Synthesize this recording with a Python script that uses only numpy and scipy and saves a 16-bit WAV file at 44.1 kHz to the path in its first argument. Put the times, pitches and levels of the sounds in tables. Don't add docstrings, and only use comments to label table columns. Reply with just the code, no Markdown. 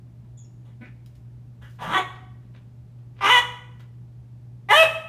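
import sys
import numpy as np
from scipy import signal
from scipy.fft import rfft, irfft
from scipy.io import wavfile
from scipy.ndimage import uniform_filter1d, minimum_filter1d

SR = 44100
rng = np.random.default_rng(int(sys.argv[2]) if len(sys.argv) > 2 else 0)


def wav_out(sig):
    wavfile.write(sys.argv[1], SR, np.round(np.clip(np.atleast_2d(sig).T, -1, 1) * 32767).astype(np.int16))


N = 224398
EDGE_HZ = 15300


def gain_of(db):
    return 10 ** (np.asarray(db) / 20)


def evened(x):
    return x / np.sqrt(np.mean(x ** 2) + 1e-20)


def blend(a, b, share):
    return a + (b - a) * share


def read(points, hz):
    f, value = np.transpose(points)
    return np.interp(np.log(hz + 1), np.log(f + 1), value)


def curves(rows):
    s, *columns = np.transpose(rows)
    t = np.arange(s[0], s[-1], 1 / SR)
    return t, [np.interp(t, s, c) for c in columns]


def add(mix, s, sound):
    part = mix[round(s * SR):][:len(sound)]
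    part += sound[:len(part)]


def hump(hz, centre, width):
    return 1 / (1 + (2 * (hz - centre) / width) ** 2)


def noise(gain, n):
    spectrum = rfft(rng.standard_normal(n)) * gain(np.fft.rfftfreq(n, 1 / SR))
    return evened(irfft(spectrum, n))


def waver(rate_hz, n):
    return noise(lambda f: hump(f, 0, 2 * rate_hz), n)


# pitch_hz [Hz], level_db [dB rms]
HUM_TONES = [(120, -44), (240, -71.5), (360, -77)]


def mains_hum():
    t = np.arange(N) / SR
    hum = np.zeros(N)
    for hz, db in HUM_TONES:
        phase = 2 * np.pi * (hz * t + rng.random())
        hum += gain_of(db) * np.sqrt(2) * np.sin(phase)
    return hum


# centre_hz [Hz], width_hz [Hz at half amplitude], level_db [dB rms]
VENTILATION = [(67.8, 28, -56), (122.5, 29, -54), (179, 55, -59), (222, 31, -69)]


def ventilation_rumble():
    return sum(gain_of(db) * noise(lambda f: hump(f, hz, width), N) for hz, width, db in VENTILATION)


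# frequency_hz [Hz], density_db [relative dB per Hz]
AIR_COLOUR = [(15, -52), (25, -20.5), (69, -13), (95, 10), (125, 1.5), (146, -2.5), (167, -17.5),
              (237, -19), (335, -27.5), (543, -39), (604, -34), (691, -41.5), (769, -38.5), (1240, -47),
              (15000, -65.5)]
AIR_LEVEL_DB = -57.5


def room_air():
    return gain_of(AIR_LEVEL_DB) * noise(lambda f: gain_of(read(AIR_COLOUR, f)) / (1 + (220 / (f + 1)) ** 4), N)


# [s, at share 1]
RING_TIMES = [(150, 1), (500, 0.64), (1100, 0.63), (2200, 0.6), (3300, 0.52), (4500, 0.54), (8000, 0.57),
              (14000, 0.45)]


def tail(t60_share, delay_s):
    signs = rng.choice([-1., 1.], SR)
    taps = signs * (rng.random(SR) < 4000 / SR) * (np.arange(SR) > delay_s * SR)
    hz, t, z = signal.stft(taps, SR, nperseg=256)
    decay = gain_of(-60 * t / (t60_share * read(RING_TIMES, hz)[:, None]))
    response = signal.istft(z * decay, SR, nperseg=256)[1][:SR]
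    return response / np.linalg.norm(response)


# delay_s [s], gain [ratio to the direct sound]
NEAR_SURFACES = [(.0031, 0.12), (.0094, 0.22), (0.012, .2)]


def room(x, early_db=-3.5, early_share=0.34, late_db=-13.0, late_share=1.07):
    response = gain_of(early_db) * tail(early_share, .002) + gain_of(late_db) * tail(late_share, 0.036)
    response[0] += 1
    for s, gain in NEAR_SURFACES:
        response[round(s * SR)] += gain
    return signal.fftconvolve(x, response / np.linalg.norm(response))[:N]


def rub(colour, s, db, rise, fade, edge_hz=EDGE_HZ, grain_db=3):
    t = np.arange(SR // 3) / SR
    stroke = np.minimum(t / rise, 1) * np.exp(-np.maximum(t - rise, 0) / fade)
    grains = noise(lambda f: gain_of(read(colour, f)) / np.sqrt(1 + (f / edge_hz) ** 4), len(t))
    return s, gain_of(db) * stroke * evened(grains * gain_of(grain_db * waver(120, len(t))))


# start_s [s], level_db [dB], rise_s [s], fade_s [s], upper_edge_hz [Hz]
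SOFA_SCUFFS = [(.245, -64, 0.0045, 0.015, 1490), (0.84, -54.5, 0.017, 0.017, 6000),
               (2.138, -53, 0.016, 0.038, 3630), (2.23, -70, 0.023, 0.031, 2910),
               (2.421, -68, 0.012, .04, 3065), (2.531, -56, 0.035, 0.02, 3580),
               (2.98, -70.5, .01, 0.017, 3460), (3.149, -54.5, 0.046, .03, 3560),
               (3.792, -53.5, 0.007, .025, 3917)]
# frequency_hz [Hz], level_db [dB]
LEATHER_COLOUR = [(100, -12), (230, -1), (600, 1), (1100, 0.5), (1500, 0), (2200, -0.5), (3300, -0.5),
                  (4500, -8.5), (15000, -26)]


def scuff(s, db, rise, fade, edge_hz):
    return rub(LEATHER_COLOUR, s, db, rise, fade, edge_hz)


# start_s [s], level_db [dB], rise_s [s], fade_s [s]
CLAW_BRUSHES = [(1.06, -57.5, 0.0017, 0.013), (1.145, -66.5, 0.012, 0.018), (1.615, -64, .015, 0.1),
                (1.699, -65, 0.0073, 0.035), (1.801, -52.5, 0.027, 0.12), (3.79, -60, 0.0089, 0.016)]
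# frequency_hz [Hz], level_db [dB]
CLAW_COLOUR = [(500, -12), (2500, -3.5), (6000, -6), (10000, -10.5), (15000, -7.5)]


def brush(s, db, rise, fade):
    return rub(CLAW_COLOUR, s, db, rise, fade)


# start_s [s], length_s [s], level_db [dB, before its fade], first_pitch_hz [Hz], last_pitch_hz [Hz]
NOSE_WHINES = [(0.37, .088, -53.5, 3410, 3390), (0.438, 0.024, -64.5, 2730, 2730)]
WHINE_RISE_S, WHINE_FADE_DB_PER_S = .009, -150


def whine(s, length, db, first_hz, last_hz, jitter=0.0296, fundamental_db=-13):
    t = np.arange(0, length, 1 / SR)
    hz = blend(first_hz, last_hz, t / length) * (1 + jitter * waver(250, len(t)))
    phase = 2 * np.pi * np.cumsum(hz) / SR
    level = np.minimum(t / WHINE_RISE_S, 1) * gain_of(db + WHINE_FADE_DB_PER_S * t)
    level *= signal.windows.tukey(len(t), .1)
    return s, level * evened(np.sin(2 * phase) + gain_of(fundamental_db) * np.sin(phase))


# start_s [s], length_s [s], level_db [dB, peak], first_pitch_hz [Hz], last_pitch_hz [Hz]
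CHEST_THROBS = [(0.8, 0.041, -42.5, 231, 220), (1.798, 0.12, -31, 166.8, 173),
                (1.882, .135, -37, 235.3, 416), (3.215, .1, -42, 271.4, 334)]


def chest(s, length, db, first_hz, last_hz, unsteady=0.16):
    u = np.arange(0, length, 1 / SR) / length
    hz = blend(first_hz, last_hz, u) * (1 + unsteady * waver(55, len(u)))
    phase = 2 * np.pi * np.cumsum(hz) / SR
    level = gain_of(db + 3.5 * waver(70, len(u))) * np.sin(np.pi * u)
    return s, level * np.sin(phase)


def peak(hz, centre, width):
    return hump(hz, centre, width) ** 2


# centre_hz [Hz], width_hz [Hz at quarter amplitude], level_db [dB]
FIXED_RESONANCES = [(1220, 82, -18.5), (3180, 1900, -35.5)]
# frequency_hz [Hz], level_db [dB]
THROAT_FLOOR = [(60, -58), (160, -30), (400, -14.5), (1500, -22.5), (3700, -18.5), (4800, -40), (6200, -42),
                (7600, -35.5), (9600, -31.5), (10500, -39), (11800, -35.5), (15000, -45.5)]
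JAW_WIDTH_HZ, TONGUE_WIDTH_HZ, LIP_WIDTH_HZ = 810, 720, 940


def throat(x, rough, shape, low_hz, overtone_db, damping=0.69, overtone=2.0, overtone_width_hz=2200):
    hz, at, z = signal.stft(x, SR, nperseg=512, noverlap=448)
    controls = (np.interp(at * SR, np.arange(len(x)), c) for c in [rough, *shape])
    rough, jaw_hz, tongue_hz, tongue_db, lip_hz, lip_db, treble_db = controls
    hz, broad = hz[:, None], .7 + damping * rough
    modes = peak(hz, jaw_hz, JAW_WIDTH_HZ * broad)
    modes += sum(gain_of(db) * peak(hz, f, w) for f, w, db in FIXED_RESONANCES)
    modes += gain_of(tongue_db) * peak(hz, tongue_hz, TONGUE_WIDTH_HZ * broad)
    modes += gain_of(lip_db) * peak(hz, lip_hz, LIP_WIDTH_HZ * broad)
    gain = modes / (1 + (hz / 4400) ** 12) / (1 + (low_hz / (hz + 1)) ** 6)
    gain += gain_of(overtone_db + treble_db / 2) * peak(hz, overtone * lip_hz, overtone_width_hz)
    gain += gain_of(read(THROAT_FLOOR, hz) + treble_db * np.clip(hz / 7000, 0, 1))
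    log_gain = np.log(np.vstack([gain, gain[-2:0:-1]]))
    lag = signal.hilbert(log_gain, axis=0).imag[:len(hz)]
    return signal.istft(z * gain * np.exp(-1j * lag), SR, nperseg=512, noverlap=448)[1][:len(x)]


def voice(hz, rough, shape, low_hz, overtone_db=-30, hiss=0.72, closure_hz=4500, fold_db=-8.0):
    n, rough = len(hz), np.clip(rough, 0, 1)
    turns = np.cumsum(hz * (1 + .028 * rough * waver(150, n))) / SR
    folds = np.zeros(n)
    for k in range(1, 40):
        harmonic = np.cos(2 * np.pi * k * turns) * (k * hz < EDGE_HZ)
        folds += harmonic / np.hypot(1, (k * hz / closure_hz) ** 3)
    folds = gain_of(fold_db) * evened(folds * (1 + .5 * rough * waver(220, n)))
    gate = 0.27 + np.exp(-(turns % 1) / 0.35)
    puffs = evened(gate * noise(lambda f: 1 - 1 / (1 + (f / np.median(hz)) ** 8), n))
    teeth = evened(gate * noise(lambda f: 1 - 1 / (1 + (f / 4500) ** 6), n))
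    source = (1 - rough) * folds + rough * puffs + hiss * teeth
    sound = throat(source, rough, np.broadcast_arrays(*shape), low_hz, overtone_db)
    steady = sound / np.sqrt(uniform_filter1d(sound ** 2, size=600) + 1e-12)
    return steady * signal.windows.tukey(n, .03)


# start_s [s], length_s [s], level_db [dB], pitch_hz [Hz], first_roughness [0-1], jaw_hz [Hz, before its share],
# tongue_hz [Hz], tongue_db [dB at mid-huff], lip_hz [Hz], lip_db [dB at mid-huff], treble_db [dB]
GRUFF_HUFFS = [(0.646, 0.093, -62.5, 382, 0.6, 800, 1980, -11, 3300, -13, 1),
               (.806, 0.083, -49, 248.2, 0.25, 760, 1600, 2, 2190, 4, -7),
               (1.611, 0.087, -51.5, 303, 0.7, 800, 1619, 10.5, 3070, -0.5, 1.5)]
HUFF_RISE_S, HUFF_FADE_DB, HUFF_OPENING_DB = .012, -11, 22
HUFF_JAW_START, HUFF_JAW_END = 0.66, 0.91
HUFF_LAST_ROUGH, HUFF_LOW_HZ = .85, 380


def huff(s, length, db, hz, rough, jaw_hz, tongue_hz, tongue_db, lip_hz, lip_db, treble_db):
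    t = np.arange(0, length, 1 / SR)
    u = t / length
    bright_db = HUFF_OPENING_DB * (u - .5)
    level = np.minimum(t / HUFF_RISE_S, 1) * gain_of(db + HUFF_FADE_DB * u ** 3)
    jaw_path = jaw_hz * blend(HUFF_JAW_START, HUFF_JAW_END, u)
    shape = (jaw_path, tongue_hz, tongue_db + bright_db, lip_hz, lip_db + bright_db, treble_db)
    return s, level * voice(np.full(len(t), hz), blend(rough, HUFF_LAST_ROUGH, u), shape, HUFF_LOW_HZ)


# widest_s [s], closing_s [s], jaw_start_hz, jaw_wide_hz, jaw_shut_hz [Hz],
# tongue_start_hz, tongue_wide_hz, tongue_shut_hz [Hz], lip_wide_hz, lip_shut_hz [Hz],
# muffle_db [dB added to the tongue resonance on closing]
MOUTH_GESTURES = [(1.963, .04, 790, 1150, 748, 1547, 1957, 2160, 3240, 3550, 3),
                  (3.29, 0.13, 1119, 1162, 915, 2200, 2074, 1910, 3005, 3168, 1),
                  (4.748, 0.052, 860, 950, 740, 2110, 1760, 1520, 3190, 2704, -6.5)]
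LIP_START = 0.88


def mouth(t, widest, closing_s, jaw_start, jaw_wide, jaw_shut,
          tongue_start, tongue_wide, tongue_shut, lip_wide, lip_shut, muffle_db):
    moments = [t[0], widest, widest + closing_s]
    paths = [(jaw_start, jaw_wide, jaw_shut), (tongue_start, tongue_wide, tongue_shut),
             (LIP_START * lip_wide, lip_wide, lip_shut), (0, 0, muffle_db)]
    return [np.interp(t, moments, path) for path in paths]


# time_s [s], effort_db [dB], pitch_hz [Hz]
BARK_PATHS = [
    [(1.785, -48.5, 231.5), (1.81, -38, 228.6), (1.823, -31.5, 229.8), (1.875, -34, 238.8),
     (1.92, -28, 285.5), (1.945, -17.5, 378), (1.962, -19, 381.1), (1.985, -19.5, 374.3), (2.02, -35, 361)],
    [(3.206, -32.5, 396), (3.23, -22, 394), (3.256, -16, 391.9), (3.29, -16.5, 423.6), (3.308, -9, 491.5),
     (3.33, -15.5, 505), (3.372, -14.5, 482.1), (3.394, -16.5, 495.1), (3.406, -30, 484)],
    [(4.686, -30.5, 384), (4.699, -22, 398.2), (4.708, -11.5, 412.2), (4.721, -11, 437.3),
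     (4.729, -12.5, 573.4), (4.748, -13, 594.4), (4.79, -7.5, 649.4), (4.826, -8, 644.2),
     (4.835, -20, 540.4), (4.85, -35, 522)],
]
# [dB, before half the treble is added]
BARK_VOICES = [(.72, .27, -10.5, -7.5, -20.5, -10.5, -6.5, -10.5, -32.5),
               (.45, 0.18, -11, 1.5, -14.5, 2, -9, 1, -26),
               (0.17, 0.06, -1, -0.5, -23.5, 0.5, -3, -0.5, -34)]
CRACK_S = .008
BLOOM_S, DULL_DB = .015, -5.5
BARK_LOW_HZ = 564


def bark(rows, quality, gesture):
    t, (effort_db, hz) = curves(rows)
    jaw_hz, tongue_hz, lip_hz, muffle_db = mouth(t, *gesture)
    tension = (hz - hz.min()) / np.ptp(hz)
    *pairs, overtone_db = quality
    blends = (blend(slack, taut, tension) for slack, taut in zip(pairs[::2], pairs[1::2]))
    rough, tongue_db, lip_db, treble_db = blends
    octaves_per_s = uniform_filter1d(abs(np.gradient(np.log2(hz), t)), size=500)
    cracked = rough + CRACK_S * octaves_per_s
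    dull_db = DULL_DB * np.exp(-(t - t[0]) / BLOOM_S)
    shape = (jaw_hz, tongue_hz, tongue_db + muffle_db, lip_hz, lip_db + dull_db, treble_db + dull_db)
    return t[0], gain_of(effort_db) * voice(hz, cracked, shape, BARK_LOW_HZ, overtone_db)


def scene():
    sofa = np.zeros(N)
    layers = [(scuff, SOFA_SCUFFS), (brush, CLAW_BRUSHES), (whine, NOSE_WHINES),
              (chest, CHEST_THROBS), (huff, GRUFF_HUFFS), (bark, zip(BARK_PATHS, BARK_VOICES, MOUTH_GESTURES))]
    for source, rows in layers:
        for row in rows:
            add(sofa, *source(*row))
    background = mains_hum() + ventilation_rumble() + room_air()
    return (room(sofa) + background)[None]


def record(dry, ceiling=0.69):
    gain = minimum_filter1d(np.minimum(1, ceiling / (abs(dry) + 1e-9)), size=300)
    limited = dry * uniform_filter1d(gain, size=300)
    low_pass = signal.firwin(511, EDGE_HZ, window=("kaiser", 9), fs=SR)
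    return signal.oaconvolve(limited, low_pass[None], "same")


dry = scene()
out = record(dry)
wav_out(out)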